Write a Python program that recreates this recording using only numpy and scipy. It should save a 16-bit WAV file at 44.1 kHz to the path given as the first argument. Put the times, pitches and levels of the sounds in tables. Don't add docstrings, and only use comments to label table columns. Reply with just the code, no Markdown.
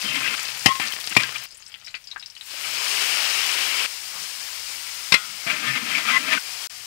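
import sys
import numpy as np
from scipy import signal
from scipy.fft import rfft, irfft, next_fast_len
from scipy.io import wavfile
from scipy.ndimage import uniform_filter1d, map_coordinates

SR = 44100
rng = np.random.default_rng(int(sys.argv[2]) if len(sys.argv) > 2 else 0)


def int16_out(signal):
    q = np.round(np.clip(np.atleast_2d(signal).T, -1, 1) * 32767)
    wavfile.write(sys.argv[1], SR, q.astype(np.int16))


def level_to_linear(level):
    exponent = np.asarray(level, float) / 20
    return 10 ** exponent


N = 302526
T = np.arange(N) / SR
HZ = np.fft.rfftfreq(next_fast_len(N + SR), 1 / SR)

# (start [s], large bubbles [dB], drift [dB/s], small over large [dB], crackle over hiss [dB])
TAKES = [
    (0, -38, -3.5, -3, 1.5),
    (1.459, -57, -2.5, -5.5, 3),
    (3.862, -40.5, -0.45, 0.4, -18),
    (5.122, -41, 1.5, -1, -12),
    (6.68, -47, 7, 0.5, -11),
]
# (pitch [Hz], width [Hz], level [dB])
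PAN = [(128.5, 17, -16.5), (165, 30, -17), (253, 180, -6), (319, 73, -14), (429, 70, -16), (474, 72, -11),
       (621, 28, -11), (786, 70, -18), (1071, 18, -8), (1250, 47, -4), (1365, 150, 1.5), (1600, 115, -0.5),
       (1780, 65, -2), (1930, 17, -8), (2020, 11.6, -6.5), (2130, 90, -2.5), (2340, 91, -1),
       (2550, 72, -2.5), (2784, 21, -4.5), (3100, 73, -6), (3110, 20, -11), (3330, 52, -7.5),
       (4680, 200, -13)]
TAKE = np.searchsorted([row[0] for row in TAKES], T, "right") - 1
BEFORE_CHILIES = T < TAKES[2][0]


def unit(x):
    return x / np.sqrt(np.mean(x ** 2) + 1e-20)


def along(points, hz):
    f, v = np.transpose(points)
    return np.interp(np.log(hz + 1), np.log(f + 1), v)


def wobble(rate, step=1):
    coarse = T[::16]
    knots = rng.standard_normal(int(N * rate / SR) + 4)
    return np.interp(T[::step], coarse, map_coordinates(knots, [coarse * rate]))


def filtered(x, response):
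    m = 2 * len(HZ) - 2
    return irfft(rfft(x, m) * response, m)[:N]


def narrow_noise(hz, width):
    return unit(filtered(rng.standard_normal(N), 1 / (1 + (2 * (HZ - hz) / width) ** 2)))


def bursts(s, size, hz, cycles, length=256):
    turn = np.outer(hz, np.arange(length) / SR)
    life = 2 * turn / np.maximum(cycles, .2)[:, None]
    wave = size[:, None] * np.sin(2 * np.pi * turn) * life * np.exp(1 - life)
    at = np.round(s * SR).astype(int)[:, None] + np.arange(length)
    return np.bincount(at.ravel(), wave.ravel(), N + SR)[:N]


def space(x, wet_db):
    # (pitch [Hz], time to fall 60 dB [s])
    echo_time = [(500, 0.072), (3000, 0.079), (12000, 0.069)]
    out = np.pad(x, (0, SR))
    quarter = SR // 4
    for a in range(0, N, quarter):
        piece = x[a:a + quarter]
        if not piece.any():
            continue
        hz, t, z = signal.stft(rng.standard_normal(SR // 5), SR, nperseg=128)
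        fade = level_to_linear(-60 * t / along(echo_time, hz)[:, None])
        tail = signal.istft(z * fade, SR, nperseg=128)[1]
        wet = signal.fftconvolve(piece, tail / np.linalg.norm(tail))
        out[a + 40:][:len(wet)] += level_to_linear(wet_db) * wet
    return out[:N]


def boil_share(lead_s=0):
    # (time [s], share of full boil)
    heating = [
        (2.37, 0.033),
        (2.44, 0.21),
        (2.52, 0.62),
        (2.68, 0.83),
        (2.86, 0.96),
        (3.0, 1.034),
        (3.3, 1.04),
        (3.87, 1.067),
    ]
    return np.interp(T + lead_s, *np.transpose(heating))


def simmer():
    start, large, drift, small, crackle = np.array(TAKES)[TAKE].T
    large = large + drift * (T - start)
    middle = large - 3.5 + 0.82 * small
    full_db = 31.5
    small_boil, middle_boil, large_boil = (boil_share(lead_s) * BEFORE_CHILIES for lead_s in (0.049, 0.02, 0))
    drowned_db = -11 * np.minimum(3 * large_boil, 1)
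    return (large + small + full_db * small_boil, middle + full_db * middle_boil,
            large + full_db * large_boil, crackle + drowned_db)


def crowd(count, low_hz, spread_db, cycles, wet_db):
    d = rng.random((count, 3))
    size = level_to_linear(-spread_db * np.log(np.maximum(d[:, 1], .04)))
    pitch = low_hz * (14000 / low_hz) ** d[:, 2]
    x = space(bursts(d[:, 0] * N / SR, size, pitch, np.full(count, cycles), length=128), wet_db)
    tilt = np.sqrt(uniform_filter1d(abs(rfft(x, 2 * len(HZ) - 2)) ** 2, size=3000))
    return unit(filtered(x, 1 / np.maximum(tilt, .05 * tilt.max())))


def frying():
    # (low [Hz], high [Hz])
    bubble_ranges = [(6500, 15000), (3800, 6000), (600, 3300)]
    # (pitch [Hz], level [dB per Hz])
    bowl_colour = [(90, -32), (260, -20), (500, -16), (1000, -9), (1800, -6), (2250, -3), (3050, -4),
                   (3550, -7.5), (5100, -2.5), (5900, -7.5), (6600, -9), (9600, -10), (10800, -15),
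                   (15700, -15.5)]
    *levels, crackle_db = simmer()
    bubbles = crowd(count=20000, low_hz=518, spread_db=0.5, cycles=2.05, wet_db=-0.5)
    crackle = crowd(count=1500, low_hz=1500, spread_db=3.5, cycles=.8, wet_db=-3) / np.sqrt(2)
    steam = rng.standard_normal(N)
    raw = 0.5 * bubbles + 0.84 * steam + level_to_linear(crackle_db) * crackle
    upper, lower = (1 / (1 + (c / (HZ + 1)) ** 8) for c in (6300, 3600))
    parts = upper, lower * (1 - upper), 1 - lower
    colour = level_to_linear(along(bowl_colour, HZ))
    surge = 0.36 * wobble(2.8) + 0.5 * wobble(14)
    out = 0
    for db, part, (lo, hi) in zip(levels, parts, bubble_ranges):
        own = colour * np.sqrt(part)
        inside = np.sqrt(np.sum(own[(HZ > lo) & (HZ < hi)] ** 2) / len(HZ))
        out = out + level_to_linear(db - 3.0 + surge + 0.16 * wobble(15)) * filtered(raw, own / inside)
    return out


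def yard():
    # (pitch [Hz], level [dB per Hz])
    air_colour = [(12, -28.5), (20, -2), (87, -3), (135, -5.5), (205, -9), (399, -25), (499, -19),
                  (900, -44.5), (1170, -33.5), (1980, -120)]
    noise = unit(filtered(rng.standard_normal(N), level_to_linear(along(air_colour, HZ))))
    return level_to_linear(-70.5 + 0.82 * wobble(5.3)) * noise


def humming():
    hum_levels = [-61.5, -80, -78.5, -73, -72]
    return level_to_linear(np.array(hum_levels)[TAKE] + 0.99 * wobble(4.73)) * narrow_noise(127, 12)


def snagging():
    # (time [s], peak [dB], pitch [Hz])
    plucks = [(.014, -22, 2640), (.112, -17.5, 2590), (.159, -24, 3000), (.232, -18.5, 2440),
              (.256, -23, 1670), (.262, -16.5, 2000), (.276, -13.5, 2770), (.392, -21, 2320),
              (.821, -29, 2480), (.831, -25, 1790), (.922, -18.5, 3150), (1.2355, -22, 1620),
              (1.358, -25, 2440), (1.365, -23, 3000), (1.238, -24, 3100), (1.272, -26, 2900),
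              (5.474, -20, 2340), (5.499, -13, 2270), (5.562, -26, 2440), (5.674, -19, 2220),
              (5.735, -21, 2140), (5.76, -26, 2130), (5.938, -24, 1376), (5.951, -9, 2340),
              (5.98, -14, 2340), (6.065, -20, 2320), (6.095, -24, 1250), (6.269, -25, 2300),
              (6.332, -20, 2200), (6.373, -22, 1510)]
    s, db, hz = np.transpose(plucks)
    notes = bursts(s, level_to_linear(db - 3.0), hz, 6 + 0 * s, length=800)
    neighbours = bursts(s, level_to_linear(db - 15.5), 1.31 * hz, 6.1 + 0 * s)
    return space(notes + neighbours, wet_db=-4)


def hand():
    # (lands [s], lifts [s], drag [dB], rumble [dB], rumble fade [dB/s])
    contacts = [
        (0.039, 0.351, -34.5, -42, -19),
        (0.373, 0.518, -44, -78, -10),
        (0.797, 0.936, -42, -43, -150),
        (1.11, 1.133, -35, -43, -20),
        (1.188, 1.46, -47.5, -42.5, -140),
        (5.465, 6.386, -39.5, -44.5, -0.5),
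    ]
    # (peak [s], scrape [dB], rise [s], fall [s], centre of the ring [Hz])
    pushes = [(.092, -33, 0.046, 0.071, 2620), (.155, -29, .04, 0.11, 2550),
              (0.261, -27.5, 0.031, 0.068, 2340), (.335, -30, 0.028, 0.097, 2410),
              (0.803, -27.5, 0.0084, 0.1, 2340), (1.2, -29.5, 0.02, 0.12, 2270),
              (1.357, -32.5, 0.0066, 0.025, 2746), (5.475, -31.5, .02, 0.076, 2340),
              (5.5, -27, 0.046, 0.096, 2250), (5.68, -28, 0.15, 0.095, 2250),
              (5.76, -27, 0.063, 0.051, 2130), (5.91, -29.5, 0.096, .1, 2340),
              (5.955, -27.5, 0.072, 0.027, 2270), (5.985, -25.5, 0.041, 0.029, 2290),
              (6.01, -31.5, .04, 0.02, 1900), (6.1, -23, 0.063, 0.097, 2280),
              (6.157, -26, 0.089, 0.06, 2100), (6.272, -35, 0.013, .05, 2300),
              (6.335, -22.5, 0.078, 0.06, 2200)]
    push_db, rest_hz, jolt_db = 15.5, 2320, 1.5
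    t = T[::32]
    touch = np.array([(t >= a) & (t < b) for a, b, *_ in contacts])
    drag = sum(on * level_to_linear(2 * row[2]) for on, row in zip(touch, contacts)) + 1e-9
    rumble = sum(on * level_to_linear(db + fade * (t - a) * on) for on, (a, _, _, db, fade) in zip(touch, contacts))
    push = []
    for s, db, rise, fall, _ in pushes:
        away = np.maximum((s - t) / rise, (t - s) / fall)
        push.append(level_to_linear(2 * db - 2 * push_db * away))
    strength = drag + sum(push)
    centre = (drag * rest_hz + sum(p * row[4] for p, row in zip(push, pushes))) / strength

    def soft(x):
        return np.interp(T, t, uniform_filter1d(x, size=8))

    return soft(touch.any(0) * np.sqrt(strength)), soft(rumble) * level_to_linear(jolt_db * wobble(30)), soft(centre)


def scraping():
    # (time [s], pitch [Hz], extra [dB])
    sings = [(.07, 3100, 15), (.1, 2683, 26), (.15, 2130, 16), (.155, 3100, 11), (.34, 3100, 9),
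             (.202, 1071, 8), (.263, 1600, 9), (.273, 2550, 12), (.335, 1440, 11), (5.53, 626, 10),
             (5.5, 2340, 1), (5.71, 1780, 2), (5.711, 128.5, 12), (6.11, 253, 8), (5.74, 2140, 14),
             (5.92, 624, 14), (5.96, 2340, 8), (6.1, 2340, 7.5), (6.0, 1250, 9), (6.086, 1365, 11),
             (6.104, 3330, 6), (6.143, 2020, 9), (6.085, 1160, 11), (6.148, 1071, 4), (6.322, 626, 13),
             (6.34, 1180, 8)]
    # (pitch [Hz], level [dB per Hz])
    grit_colour = [(300, -17), (900, -25), (1500, -3.5), (2500, 8.5), (3400, 1.5), (5000, 0), (9000, -27),
                   (15000, -61.5)]
    # (pitch [Hz], level [dB per Hz])
    shudder_colour = [(90, -24), (140, -0.5), (300, -3), (420, -9.5), (700, -16), (1200, -60)]
    edge, rumble, centre = hand()
    sound, energy, slow = [0, 0], [0, 0], T[::64]
    catches = rng.standard_normal(N) * level_to_linear(1.3 * wobble(400) + 0.6 * wobble(45))
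    on = edge > 0
    for hz, width, db in PAN:
        r = np.exp(-np.pi * .75 * width / SR)
        poles = [1, -2 * r * np.cos(2 * np.pi * hz / SR), r * r]
        mode = signal.lfilter([1, 0, -1], poles, catches[on])
        gain_db = db + 1.2 * wobble(25, step=64)
        for s, sung_hz, extra_db in sings:
            nearness = np.exp(-((slow - s) / 0.04) ** 2 - (22 * np.log(hz / sung_hz)) ** 2)
            gain_db = gain_db + extra_db * nearness
        high = int(hz > 700)
        if high:
            gain_db = gain_db + np.maximum(-16 * np.log2(hz / centre[::64]) ** 2, -6)
        else:
            mode = signal.lfilter([1, 0, -1], poles, mode)
        gain = np.interp(T[on], slow, level_to_linear(gain_db))
        sound[high] = sound[high] + gain * unit(mode)
        energy[high] = energy[high] + gain ** 2
    low, ring = (x / np.sqrt(p) for x, p in zip(sound, energy))
    grit = unit(filtered(catches, level_to_linear(along(grit_colour, HZ))))[on]
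    shudder = unit(filtered(catches, level_to_linear(along(shudder_colour, HZ))))[on]
    out = np.zeros(N)
    out[on] = edge[on] * (.9 * ring + .45 * grit) + rumble[on] * (0.57 * low + 0.38 * shudder)
    return out


def squealing():
    # (middle [s], half length [s], level [dB], pitch [Hz])
    squeals = [(0.2, 0.02, -38, 1071), (5.486, 0.025, -40.5, 670), (5.703, 0.023, -30, 1780),
               (5.747, 0.018, -33.5, 1780), (6.151, 0.033, -21.5, 2020), (6.154, 0.027, -32.5, 1071),
               (6.203, 0.035, -39, 1365), (6.321, 0.04, -40, 645), (0.053, 0.017, -46, 200),
               (.115, 0.019, -43, 140), (.165, 0.041, -42.5, 275), (0.332, 0.016, -48, 440),
               (5.62, 0.026, -47, 320), (5.66, 0.026, -45, 245), (5.709, 0.038, -38.5, 135),
               (5.772, 0.02, -39.5, 255), (5.845, .025, -42.5, 230), (5.985, 0.015, -44, 680),
               (6.076, 0.018, -38.5, 230), (6.127, 0.019, -41.5, 240), (6.22, .03, -46.5, 300),
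               (6.28, .018, -38.5, 270), (6.335, 0.028, -44.5, 280)]
    drift = np.cumsum(0.00393 * wobble(50)) / SR
    shake = level_to_linear(3.0 * wobble(70))
    out = np.zeros(N)
    for s, half, db, hz in squeals:
        on = abs(T - s) < 2 * half
        swell = np.exp(-((T[on] - s) / half) ** 4)
        out[on] += level_to_linear(db) * swell * np.sin(2 * np.pi * hz * (T + drift)[on])
    return shake * out


def spitting():
    # (time [s], peak [dB], pitch [Hz])
    spits = [(.1595, -19, 2800), (.211, -23, 1800), (0.2782, -19, 2610), (.379, -21, 5000),
             (.519, -27, 3000), (0.31, -24, 4710), (0.35, -20.5, 3260), (0.394, -25, 2400),
             (0.4554, -21, 4190), (0.488, -22, 2820), (0.561, -31, 2090), (0.5951, -19, 7000),
             (0.6267, -28.5, 4720), (0.755, -21, 3000), (0.868, -21.5, 4433), (0.884, -18.5, 4940),
             (0.936, -22.5, 2340), (0.965, -24, 2440), (1.0741, -15.5, 4030), (1.153, -19.5, 3440),
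             (1.2348, -12.5, 4200), (1.2926, -23, 2200), (1.352, -30.5, 3060), (1.447, -37, 2230),
             (5.303, -32, 4840)]
    # (time [s], peak [dB])
    common_pitch_bursts = [(1.462, -28), (1.486, -40), (1.508, -30.5), (1.523, -31), (1.5974, -42),
                           (1.6232, -31.5), (1.663, -26.5), (1.7983, -47), (1.8464, -28), (1.865, -24),
                           (1.9067, -36), (2.041, -33), (2.0723, -24.5), (2.1044, -34), (2.1968, -25.5),
                           (2.26, -22), (2.3002, -27.5), (2.377, -32)]
    # (time [s], peak [dB], pitch [Hz])
    other_bursts = [(1.524, -53, 506), (1.5455, -30, 7300), (1.5714, -28.5, 9200), (1.5985, -36, 6600),
                    (1.613, -37.5, 6800), (1.654, -40, 6200), (1.4865, -36, 6100), (1.7195, -34, 5000),
                    (1.7983, -39, 6000), (1.9075, -38, 7400), (2.178, -39, 7400), (1.6786, -33, 8200),
                    (1.7192, -32, 3150), (1.741, -22, 3100), (1.8735, -28, 2230), (1.881, -25, 4230),
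                    (1.9429, -17, 2530), (1.95, -27, 2550), (1.951, -22.5, 4500), (1.963, -31, 2200),
                    (2.0782, -41, 7060), (2.1138, -21.5, 3970), (2.1608, -21, 1640), (2.226, -27, 3840),
                    (2.2258, -31, 2660), (2.352, -33, 4180), (2.3655, -26.5, 2920), (2.4099, -24, 3800),
                    (2.41, -26.5, 3000), (2.4255, -33.5, 2320), (2.463, -31.5, 8490), (2.47, -36, 2990),
                    (2.503, -25, 4300), (2.535, -40, 611)]
    ticks = [(s, db, 5150 * (1 + 0.04 * rng.standard_normal())) for s, db in common_pitch_bursts]
    s, db, hz = np.transpose(ticks + other_bursts)
    cycles = np.where(hz > 3500, 3.1, 2.1)
    lone = bursts(s, level_to_linear(db - 3.5), hz, cycles, length=500)
    lone = lone + bursts(s, level_to_linear(db - 12.5), 1.32 * hz, 0.63 * cycles)
    lone = lone + bursts(s, level_to_linear(db - 14.0), 0.8 * hz, 1.44 + 0 * s)
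    s, db, hz = np.transpose(spits)
    loud_spits = bursts(s, level_to_linear(db + 9.0), hz, 0.7 + 0 * s)
    loud_spits = signal.lfilter(*signal.butter(2, 10500, fs=SR), loud_spits)
    return level_to_linear(-2.0) * space(lone, wet_db=5.0) + space(loud_spits, wet_db=-7.5) / np.sqrt(2)


def knocking():
    # (time [s], peak [dB], thud [dB], rattle time to fall 60 dB [s], ring [dB])
    knocks = [(0.6594, 3, -22.5, 0.055, -36), (0.6772, -18, -22, 0.032, -7),
              (0.6862, -15.5, -9.5, 0.044, -4.5), (0.7981, -17, -19, 0.017, -26),
              (1.165, -10, -10.5, 0.034, -44), (1.1672, -3, -23, 0.046, -34), (1.2022, -16, -30, 0.09, -42),
              (5.1215, -5, -24, 0.07, -39), (5.1253, -8.5, -26, 0.04, -39), (5.1365, -19, -30, 0.034, -30),
              (5.1405, -3, -36, 0.039, -18), (5.1447, -6, -29.5, 0.026, -25),
              (5.1564, -16.5, -25, 0.05, -20), (5.465, -22, -20, 0.023, -17)]
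    # (pitch [Hz], level [dB], time to fall 60 dB [s])
    free_blade = [(1071, 1, 0.29), (1285, -13, 0.23), (1880, -12, .2), (2046, -13, .16), (2272, -16, .2),
                  (2880, -16, .3), (3300, -13, .22), (3424, -20, 0.26), (3854, -18, .2)]
    # (pitch [Hz], level [dB], time to fall 60 dB [s])
    held_blade = [(1120, -24, .12), (1250, -15, 0.38), (1350, -14, 0.39), (1453, -12.5, 0.29),
                  (1640, -15, 0.14), (1900, -13, 0.21), (2090, -3, 0.15), (2386, -8, 0.17),
                  (2550, -5, 0.12), (3300, -13, 0.22), (3435, -8, 0.17), (4506, -10, .1)]
    # (pitch [Hz], level [dB], time to fall 60 dB [s])
    clangs = [
        [(483, -25, 0.046), (786, -4.5, 0.033), (1750, -14, .05), (1896, -2.5, 0.065), (2060, -8, .06),
         (2580, -8.5, 0.06), (2754, -5, 0.06), (3090, -10, 0.063), (3480, -21, 0.041), (4940, -3, 0.022),
         (5440, -22, 0.029), (6600, -11, 0.022)],
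        [(268, -11, 0.021), (603, -12, 0.036), (1045, -19, .08), (1900, -4, 0.07), (2340, -5, .07),
         (2418, 1.5, 0.072), (2846, -3.5, 0.06), (3280, -8, .04), (4263, -7, 0.035), (4730, -12, 0.064),
         (5450, -21, 0.051)],
        [(121, -9.5, 0.1), (260, -6, 0.02), (1090, -12, .06), (1600, -4.5, 0.028), (2055, -3, 0.049),
         (2420, -2, 0.038), (2510, -9, 0.06), (3150, -11, 0.037), (3760, -3, 0.051), (4360, -2, 0.046),
         (4740, -7, 0.051), (5410, -4, 0.056)],
        [(1410, -15, .04), (1930, -6, .04), (2085, 1, 0.048), (2156, -4, .04), (2560, -2, 0.04),
         (3434, -10, 0.038), (4070, -4, .045), (4730, -5, .035), (5230, -11, .03)],
    ]
    # (pitch [Hz], level [dB per Hz])
    rattle_colour = [(180, -36), (300, -26), (735, -35), (1040, -13), (1480, -36), (1990, -12), (2510, 0),
                     (3010, -5), (4410, -12.5), (5650, -7.5), (6040, -17.5), (9610, -24), (15800, -40)]
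    # (pitch [Hz], level [dB per Hz])
    thump_colour = [(90, -2.5), (250, 6), (420, -26), (750, -14), (1100, 4), (3000, -57)]
    damped_s = 0.773
    out, rings, t = np.zeros(N + SR), np.zeros(N + SR), np.arange(SR // 3) / SR
    rattle_gain = level_to_linear(along(rattle_colour[:-2], HZ)) / (1 + (HZ / 10500) ** 6)
    rattle = unit(filtered(rng.standard_normal(N), rattle_gain))
    thump = unit(filtered(rng.standard_normal(N), level_to_linear(along(thump_colour, HZ))))
    flutter, rough = wobble(53), wobble(170)
    for k, (s, db, thud_db, t60, ring_db) in enumerate(knocks):
        start = round(s * SR)
        fall = level_to_linear(-60 * t / t60) * (1 - np.exp(-t / 0.00063))

        low, high = 0, 0
        for hz, width, g in PAN:
            mode = level_to_linear(g + rng.normal(0, 1.9) - 16.0 * width * t) * np.sin(2 * np.pi * hz * t)
            if hz < 560:
                low = low + mode
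            else:
                high = high + mode

        blade = 0
        for hz, g, d in free_blade if s < 3 else held_blade:
            shaken_db = 5 * (hz > 1100) * rough[int(hz) * 20:][:len(t)]
            blade = blade + level_to_linear(g - 60 * t / d + shaken_db) * np.sin(2 * np.pi * hz * (s + t))
        freed = 1 - np.exp(-t / 0.0094)
        blade = blade * freed * level_to_linear(2.5 * flutter[start:][:len(t)])
        if s < damped_s:
            blade = blade * level_to_linear(-450 * np.maximum(s + t - damped_s, 0))

        clang = 0
        for hz, g, d in clangs[(s > 1) + (s > 3) + (s > 5.13)]:
            rough_db = 2.5 * rough[rng.integers(N // 2):][:len(t)]
            clang = clang + level_to_linear(g + rough_db - 60 * t / (d * 0.75)) * np.sin(2 * np.pi * hz * t)

        hit = level_to_linear(-5.5) * (1 - np.exp(-t / 0.0012)) * clang
        hit = hit + level_to_linear(-9.5) * fall * rattle[k * 20000:][:len(t)] + level_to_linear(-24.0) * high
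        thud = level_to_linear(1.5) * low + level_to_linear(8 - 60 * t / 0.016) * thump[k * 20000:][:len(t)]
        out[start:][:len(t)] += level_to_linear(db) * (hit + level_to_linear(thud_db) * thud)
        rings[start:][:len(t)] += level_to_linear(db + ring_db) * blade
    return space(out[:N], wet_db=-10.0) + rings[:N]


def sauce():
    ridge_hz, ridge_width_hz, ridge_db = 2700, 1260, -34.5
    response = 1 / (1 + (2 * (HZ - ridge_hz) / ridge_width_hz) ** 4)
    ridge = unit(filtered(rng.standard_normal(N), response))
    return BEFORE_CHILIES * level_to_linear(ridge_db + 38 * (boil_share() - 1) + 1.2 * wobble(40)) * ridge


def swelling():
    # (time [s], length [s], level [dB], pitch [Hz])
    swells = [
        (2.735, 0.07, -59.5, 138),
        (4.157, 0.035, -44, 1180),
        (4.19, 0.053, -61, 170),
        (4.685, 0.32, -68, 69),
        (5.303, 0.069, -59, 195),
    ]
    out = 0
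    for s, length, db, hz in swells:
        out = out + level_to_linear(db) * np.exp(-((T - s) / length) ** 2) * narrow_noise(hz, 0.48 * hz)
    return out


def scene():
    # (start [s], end [s])
    gap = (6.672, 6.6975)
    running = (T < gap[0]) | (T > gap[1])
    near = frying() + snagging() + scraping() + squealing() + spitting() + knocking() + sauce()
    near = signal.sosfilt(signal.butter(4, 115, "high", fs=SR, output="sos"), near)
    left = running * 2 * (near + yard() + humming() + swelling())
    right = level_to_linear(-76) * rng.standard_normal(N) + level_to_linear(-67) * np.roll(left, shift=-2)
    return np.array([left, right])


def roll_off(x):
    return signal.sosfilt(signal.butter(12, 16710, fs=SR, output="sos"), x)


def record(dry):
    overload = np.clip(dry, -1.02, 1.02) - dry
    clipped = dry + signal.sosfilt(signal.butter(2, 110, "high", fs=SR, output="sos"), overload)
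    mix = np.array([filtered(x, HZ < 15750) for x in clipped])
    return roll_off(mix)


dry = scene()
out = record(dry)
int16_out(out)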